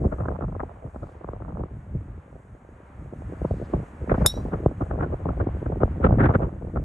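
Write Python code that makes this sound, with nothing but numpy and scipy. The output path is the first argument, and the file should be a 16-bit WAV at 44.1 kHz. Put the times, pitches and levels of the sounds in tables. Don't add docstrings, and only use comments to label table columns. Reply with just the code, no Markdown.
import sys
import numpy as np
from scipy import signal
from scipy.fft import rfft, irfft, next_fast_len
from scipy.io import wavfile
from scipy.ndimage import uniform_filter1d, minimum_filter1d, map_coordinates

SR = 44100
rng = np.random.default_rng(int(sys.argv[2]) if len(sys.argv) > 2 else 0)


def store_wav(level_fs):
    pcm = np.round(np.clip(np.atleast_2d(level_fs), -1, 1) * 32767)
    wavfile.write(sys.argv[1], SR, pcm.T.astype(np.int16))


N = 301644

# time_s, trees_db, hiss_db
BACKGROUND_LEVELS = [(0, -54, -72), (0.55, -54.5, -79), (1.0, -55.5, -75.5), (1.3, -55, -80.5),
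                     (2.8, -56, -79), (3.5, -49, -71.5), (5.75, -50.5, -76.5), (6.2, -46, -74),
                     (6.6, -54, -77)]
# frequency_hz, relative_db
TREES_SPECTRUM = [(150, -2.5), (600, 5.5), (1500, -1), (2300, -10.5), (4800, -36), (14000, -100)]
HISS_SPECTRUM = [(3500, -13.5), (5000, -12.5), (6600, 0), (10500, -2), (11900, -13)]
RUMBLE_SPECTRUM = [(26, -21.5), (45, 1), (68, 4.5), (180, -6.5), (300, -18), (3000, -120)]
# frequency_hz, coherence
AIR_COHERENCE = [(500, 1), (700, .5), (1300, 0.33), (2400, 0.45), (5600, .95)]
# frequency_hz, phase_rad
LEFT_LEAD = [(2000, 0), (3750, .6), (8900, -.5), (10250, -3.2), (13000, -6.4)]
# time_s, level_db
WIND_STRENGTH = [(0, -33.5), (0.65, -31.5), (0.78, -46), (1.0, -41.5), (1.64, -33.5), (1.85, -38),
                 (2.08, -32.5), (2.24, -42.5), (2.95, -45.5), (3.1, -34), (3.56, -34), (3.92, -39),
                 (4.2, -32.5), (4.48, -31.5), (5.9, -28), (6.22, -21), (6.52, -29), (6.84, -31)]
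# time_s, nominal_pitch_hz, rate_per_s, relative_db
SMALL_WHIRLS = [(0, 933, 228, 4), (1.65, 913, 137.4, -3), (1.8, 451.9, 87, -12), (2.5, 430, 59.3, 0.5),
                (3.5, 340.8, 55, -1), (4.6, 509.4, 86, -1.5), (6.2, 490, 130, -3)]
# time_s, half_length_s, strength_db, edge_hz
LARGE_EDDIES = [(0.035, 0.037, -24.5, 474), (0.127, 0.012, -30, 1050), (0.204, 0.012, -32, 1010),
                (0.257, 0.003, -35, 1020), (0.284, 0.004, -33, 1150), (0.409, 0.0022, -35.5, 985),
                (0.423, 0.006, -33.5, 1050), (0.603, 0.0024, -35, 1390), (0.855, 0.014, -41, 482),
                (0.96, 0.0035, -41.5, 910), (1.033, 0.011, -37.5, 910), (1.244, 0.0023, -38, 970),
                (1.288, 0.0032, -36.5, 930), (1.333, 0.0018, -49, 980), (1.421, 0.0023, -43, 930),
                (1.485, 0.0074, -40, 885), (1.596, 0.018, -33.5, 706), (1.636, 0.0025, -38, 936),
                (1.95, 0.012, -38.5, 340), (3.449, 0.0037, -27, 768), (3.509, 0.0027, -30.5, 555),
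                (3.538, 0.0024, -38.5, 512), (3.623, 0.0065, -37, 500.1), (3.741, 0.008, -23, 750),
                (4.015, 0.0074, -40, 372.2), (4.102, 0.008, -29.5, 1620), (4.115, 0.0095, -20, 940),
                (4.148, 0.0068, -26, 1070), (4.179, 0.0061, -29.5, 763), (4.214, 0.0062, -26.5, 783),
                (4.255, 0.012, -24.5, 915), (4.389, 0.018, -34.5, 817), (4.455, 0.0047, -36, 755),
                (4.533, 0.014, -26.5, 990), (4.66, 0.0014, -19, 696), (4.817, 0.011, -27, 879),
                (4.911, 0.005, -30.5, 1020), (4.936, 0.016, -31.5, 790), (5.023, 0.022, -25, 1116),
                (5.13, 0.011, -32.5, 854), (5.256, 0.005, -29, 765), (5.29, 0.0085, -29, 930),
                (5.406, 0.0073, -26, 995), (5.469, 0.0043, -27, 717), (5.664, 0.007, -32.5, 993),
                (5.72, 0.0047, -31.5, 792), (5.757, 0.003, -36.5, 626), (5.816, 0.01, -28, 930),
                (5.833, 0.0019, -19, 890), (6.049, 0.014, -15, 1080), (6.127, 0.019, -32.5, 1067),
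                (6.204, 0.013, -20.5, 1360), (6.24, 0.018, -17, 1322), (6.301, 0.012, -21, 900),
                (6.349, 0.0081, -20, 1240), (6.428, 0.02, -25, 933), (6.766, 0.0079, -29, 1014)]
# time_s, share
WIND_WIDTH = [(0.6, 1), (0.8, 0), (6.0, 0), (6.3, 1)]
# frequency_hz, gain_db
DUCT_RESPONSE = [(310, 2), (650, -1.16), (930, -7), (1300, 0.5), (2200, 0)]
# peak_s, half_length_s, level_db
JACKET_RUSTLES = [(1.08, 0.13, -81), (3.6, 0.19, -74)]
# frequency_hz, relative_db
SWISH_SPECTRUM = [(700, -5.5), (1900, 3), (3500, -24.5), (12000, -29.5)]
KNOCK_SPECTRUM = [(150, -12), (500, -0.5), (1100, 12), (1800, 6.5), (2600, -4), (5000, -34.5), (13000, -24),
                  (15500, -20.5)]
SHELL_SPECTRUM = [(1500, -36), (2800, -21), (3700, -12), (4500, -19), (5400, -12), (9400, -3.5),
                  (11000, 8.5), (12300, -11)]
SCATTER_SPECTRUM = [(1500, -12), (3500, 2), (12300, -4.5)]
# nominal_pitch_hz, nominal_width_hz, relative_db
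FACE_MODES = [(3620, 58, -4.5), (5150, 69, -4.5), (6900, 352, 8.5), (8740, 306, 4), (11180, 235, 4.5)]
# pitch_hz, relative_db, t60_s
HEAD_MODES = [(3742, 0, 0.39), (4035, -11, 0.14), (5455, -7, 0.58), (7160, -5, 0.095), (8700, -9, 0.08),
              (10765, 6, 0.1), (11490, -6, 0.088)]
# time_s, gain_db
HEAD_DIRECTIVITY = [(4.262, 0), (4.283, -4), (4.308, 1), (4.33, -22), (4.36, -13), (4.405, -21),
                    (4.43, -40)]

STRIKE_S = 4.2608
HISS_TOP_HZ, SHELL_TOP_HZ, BAND_LIMIT_HZ = 11950, 12500, 16400


def amp(db):
    return 10 ** (np.asarray(db) / 20)


def unit(x):
    return x / np.sqrt(np.mean(x ** 2) + 1e-20)


def along(points, hz):
    frequencies, values = np.transpose(points)
    return np.interp(np.log(hz + 1), np.log(frequencies + 1), values)


def curves(rows):
    times, *columns = np.transpose(rows)
    return [np.interp(np.arange(N) / SR, times, column) for column in columns]


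def wobble(knots_per_s):
    knots = rng.standard_normal(int(N * knots_per_s / SR) + 4)
    return map_coordinates(knots, [np.arange(N) * knots_per_s / SR])


def onset(age_s, attack_s):
    return 1 - np.exp(-(age_s / attack_s) ** 2)


def filtered(x, response):
    size = next_fast_len(N + 8192)
    return irfft(rfft(x, size) * response(np.fft.rfftfreq(size, 1 / SR)), size)[..., :N]


def butter(x, edge_hz, kind, order):
    return signal.sosfilt(signal.butter(order, edge_hz, kind, fs=SR, output="sos"), x)


def noise(spectrum, channels):
    return unit(filtered(rng.standard_normal((channels, N)), lambda hz: amp(along(spectrum, hz))))


def noise_pair(spectrum, top_hz):
    return unit(filtered(noise(spectrum, channels=2), lambda hz: hz < top_hz))


def diffuse(pair):
    angle = lambda hz: np.arccos(np.clip(along(AIR_COHERENCE, hz), -1, 1)) / 2
    mid, side = filtered(pair, lambda hz: np.array([np.cos(angle(hz)), np.sin(angle(hz))]))
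    return np.array([mid + side, mid - side])


def add(track, start_s, sound):
    at = round(start_s * SR) + np.arange(sound.shape[-1])
    inside = (at >= 0) & (at < N)
    track[:, at[inside]] += sound[:, inside]


def arriving(sound):
    return filtered(sound, lambda hz: np.exp(.5j * np.array([[1], [-1]]) * along(LEFT_LEAD, hz)))


def surroundings():
    trees_db, hiss_db = curves(BACKGROUND_LEVELS)
    trees = amp(trees_db + 1.2 * wobble(6.1)) * diffuse(noise(TREES_SPECTRUM, channels=2))
    hiss = amp(hiss_db + 1.2 * wobble(16)) * diffuse(noise_pair(HISS_SPECTRUM, HISS_TOP_HZ))
    return trees + hiss


def lull(wake_s=.05):
    t = np.arange(N) / SR
    times = np.array([time_s for time_s, *_ in LARGE_EDDIES])
    nearest = np.round(np.interp(t, times, np.arange(len(times)))).astype(int)
    return 1 - np.exp(-np.square((t - times[nearest]) / wake_s))


def pops(pitch_hz, rate_per_s, clump):
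    passed = np.cumsum(rate_per_s * clump) / SR
    count = int(passed[-1])
    timing, pitch, strength, polarity, port = rng.random((count, 5)).T
    at = np.minimum(np.searchsorted(passed, np.arange(count) + timing), N - 1)
    hz = pitch_hz[at] * 2 ** (1.86 * (pitch - .5))
    size = amp(21 * (strength - 1)) * np.sign(polarity - .5) * np.sqrt(hz)
    steps = np.arange(SR // 40)
    cycles = 2 * np.log1p(hz[:, None] * steps / SR * 0.69)
    swings = size[:, None] * np.sin(2 * np.pi * cycles) * np.exp(-((cycles - 1) / 0.65) ** 2)
    samples = (at[:, None] + steps).ravel()
    on_right = (port < .5)[:, None]
    pair = np.array([np.bincount(samples, (swings * hit).ravel(), N)[:N] for hit in (~on_right, on_right)])
    return unit(butter(pair, 1090, "low", order=6) / np.sqrt(rate_per_s))


def buffeting(gust_db=3.5, rumble_dip_db=4.5, pops_dip_db=8):
    wind_db, = curves(WIND_STRENGTH)
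    pitch_hz, rate_per_s, pops_db = curves(SMALL_WHIRLS)
    gust, calm = wobble(22), lull()
    rumble = unit(noise(RUMBLE_SPECTRUM, channels=1) * amp(gust_db * gust))
    clump = 1 + np.tanh(1.8 * wobble(95) + .4 * gust)
    popping = unit(pops(pitch_hz, rate_per_s, clump) * np.sqrt(clump))
    return amp(wind_db) * (amp(-rumble_dip_db * calm) * rumble + amp(pops_db - pops_dip_db * calm) * popping)


def eddies(typical_db=-28, typical_edge_hz=1000, lag_cycles=.7):
    track = np.zeros((2, N))
    t = np.arange(-SR // 20, SR // 8) / SR
    equal_energy = lambda x: x / np.sqrt(np.mean(np.sum(x ** 2, -1)) / (.03 * SR))
    ragged = amp(4.8 * wobble(220))
    for time_s, half_s, strength_db, edge_hz in LARGE_EDDIES:
        envelope = np.where(t < 0, np.exp(-(t / half_s) ** 2), 1 / np.cosh(1.33 * t / half_s))
        burst = rng.standard_normal((3, len(t))) * envelope * np.roll(ragged, -round(time_s * SR))[:len(t)]
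        push = (t == 0) * rng.uniform(0.23, 1, (3, 1))
        push_share = .85 * np.exp(-(half_s / .0045) ** 2)
        swirl = np.sqrt(1 - push_share) * equal_energy(burst) + np.sqrt(push_share) * equal_energy(push)
        flutter = butter(swirl[:2], 428, "low", order=1)
        flutter = butter(flutter, 1.306 * edge_hz, "low", order=6)
        flutter = butter(flutter, 201, "high", order=2)
        crackle = amp(-32) * butter(burst[:2], HISS_TOP_HZ, "low", order=4)
        rasp = butter(burst[:2], 2900, "low", order=7) + crackle
        rasp = butter(rasp, edge_hz, "high", order=2)
        thump = butter(swirl[2], 46, "high", order=3)
        thump = butter(thump, 157.4, "low", order=3)
        excess_db, octaves = strength_db - typical_db, np.log2(edge_hz / typical_edge_hz)
        flutter = amp(-26.5 + excess_db) * equal_energy(flutter)
        thump = amp(-29.5 + 0.93 * excess_db - 6.5 * octaves) * equal_energy(thump)
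        rasp = amp(-62.5 + 1.4 * excess_db + 12 * octaves) * (1 - push_share) * equal_energy(rasp)
        add(track, time_s + t[0], flutter + thump + rasp)
    return filtered(track, lambda hz: np.exp(-2j * np.pi * lag_cycles * np.log(hz + 20)))


def ports(wind, merge_hz=566.2):
    width, = curves(WIND_WIDTH)
    difference = (wind[0] - wind[1]) / 2
    apart = lambda order: filtered(difference, lambda hz: 1 / np.sqrt(1 + (merge_hz / (hz + 1)) ** order))
    side = width * apart(order=9) + (1 - width) * apart(order=26)
    return filtered(wind.mean(0) + np.array([side, -side]), lambda hz: amp(along(DUCT_RESPONSE, hz)))


def jacket(band_hz=(2900, 5000), rough_db=2.2, strokes_per_s=60):
    t = np.arange(N) / SR
    motion = sum(amp(db) * np.exp(-np.square((t - peak_s) / half_s)) for peak_s, half_s, db in JACKET_RUSTLES)
    strokes = amp(rough_db * wobble(strokes_per_s))
    return motion * strokes * unit(butter(rng.standard_normal(N), band_hz, "band", order=2))


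def swish(peak_s=4.22, peak_db=-46, rise_db_per_s=105, fall_db_per_s=189.5):
    t = np.arange(N) / SR - peak_s
    level_db = peak_db + np.minimum(rise_db_per_s * t, -fall_db_per_s * t)
    return amp(level_db) * diffuse(noise_pair(SWISH_SPECTRUM, HISS_TOP_HZ))


def ball_knock(peak_db=-6):
    push = np.zeros(N)
    push[round((STRIKE_S + .0007) * SR)] = -1
    knock = filtered(push, lambda hz: amp(along(KNOCK_SPECTRUM, hz)))
    return amp(peak_db) * knock / np.abs(knock).max()


def shell_crack(age_s, attack_s=.0005, turf_delay_s=.0026):
    decay = lambda db, t60_s, t=age_s: amp(db - 60 * t / t60_s)
    bounce_age_s = np.maximum(age_s - turf_delay_s, 0)
    direct = decay(db=-6, t60_s=.010)
    bounce = decay(db=-7, t60_s=.013, t=bounce_age_s) * onset(bounce_age_s, attack_s)
    tail = decay(db=-21, t60_s=.09)
    crack = noise_pair(SHELL_SPECTRUM, SHELL_TOP_HZ)[0] * (direct + bounce + tail)
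    scatter = decay(db=-50, t60_s=.55) * diffuse(noise_pair(SCATTER_SPECTRUM, SHELL_TOP_HZ))
    return onset(age_s, attack_s) * (crack + scatter)


def head_ring(age_s, away_m_per_s=23, braking_m_per_s2=150, reference_m_per_s=21):
    speed = np.maximum(away_m_per_s - braking_m_per_s2 * age_s, 0)
    clock_s = np.cumsum((age_s > 0) * (343 + reference_m_per_s) / (343 + speed)) / SR
    mode = lambda hz: np.sin(2 * np.pi * hz * clock_s + .3 * wobble(300))
    ring = sum(amp(db - 60 * age_s / t60_s) * mode(hz) for hz, db, t60_s in HEAD_MODES)
    facing_db, = curves(HEAD_DIRECTIVITY)
    interference_db = 3.5 * np.minimum(age_s / .04, 1) * wobble(170)
    ring = ring * amp(facing_db + interference_db - 22)
    face = sum(amp(db - 8) * np.exp(-.8 * np.pi * width_hz * age_s) * mode(hz * 1.008)
               for hz, width_hz, db in FACE_MODES)
    return onset(age_s, attack_s=.0016) * (ring + face)


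def drive():
    age_s = np.maximum(np.arange(N) / SR - STRIKE_S, 0)
    return head_ring(age_s) + shell_crack(age_s) + ball_knock()


def scene():
    course = jacket() + swish() + drive() + surroundings()
    return arriving(course) + ports(eddies() + buffeting())


def record(dry):
    needed = np.minimum(1, .9 / (np.abs(dry).max(0) + 1e-9))
    held = minimum_filter1d(needed, size=49)
    gain = uniform_filter1d(uniform_filter1d(held, size=25), size=25)
    fade_in = np.minimum(np.arange(N) / (.003 * SR), 1)
    return filtered(dry * gain * fade_in, lambda hz: 1 / (1 + (hz / BAND_LIMIT_HZ) ** 100))


dry = scene()
out = record(dry)
store_wav(out)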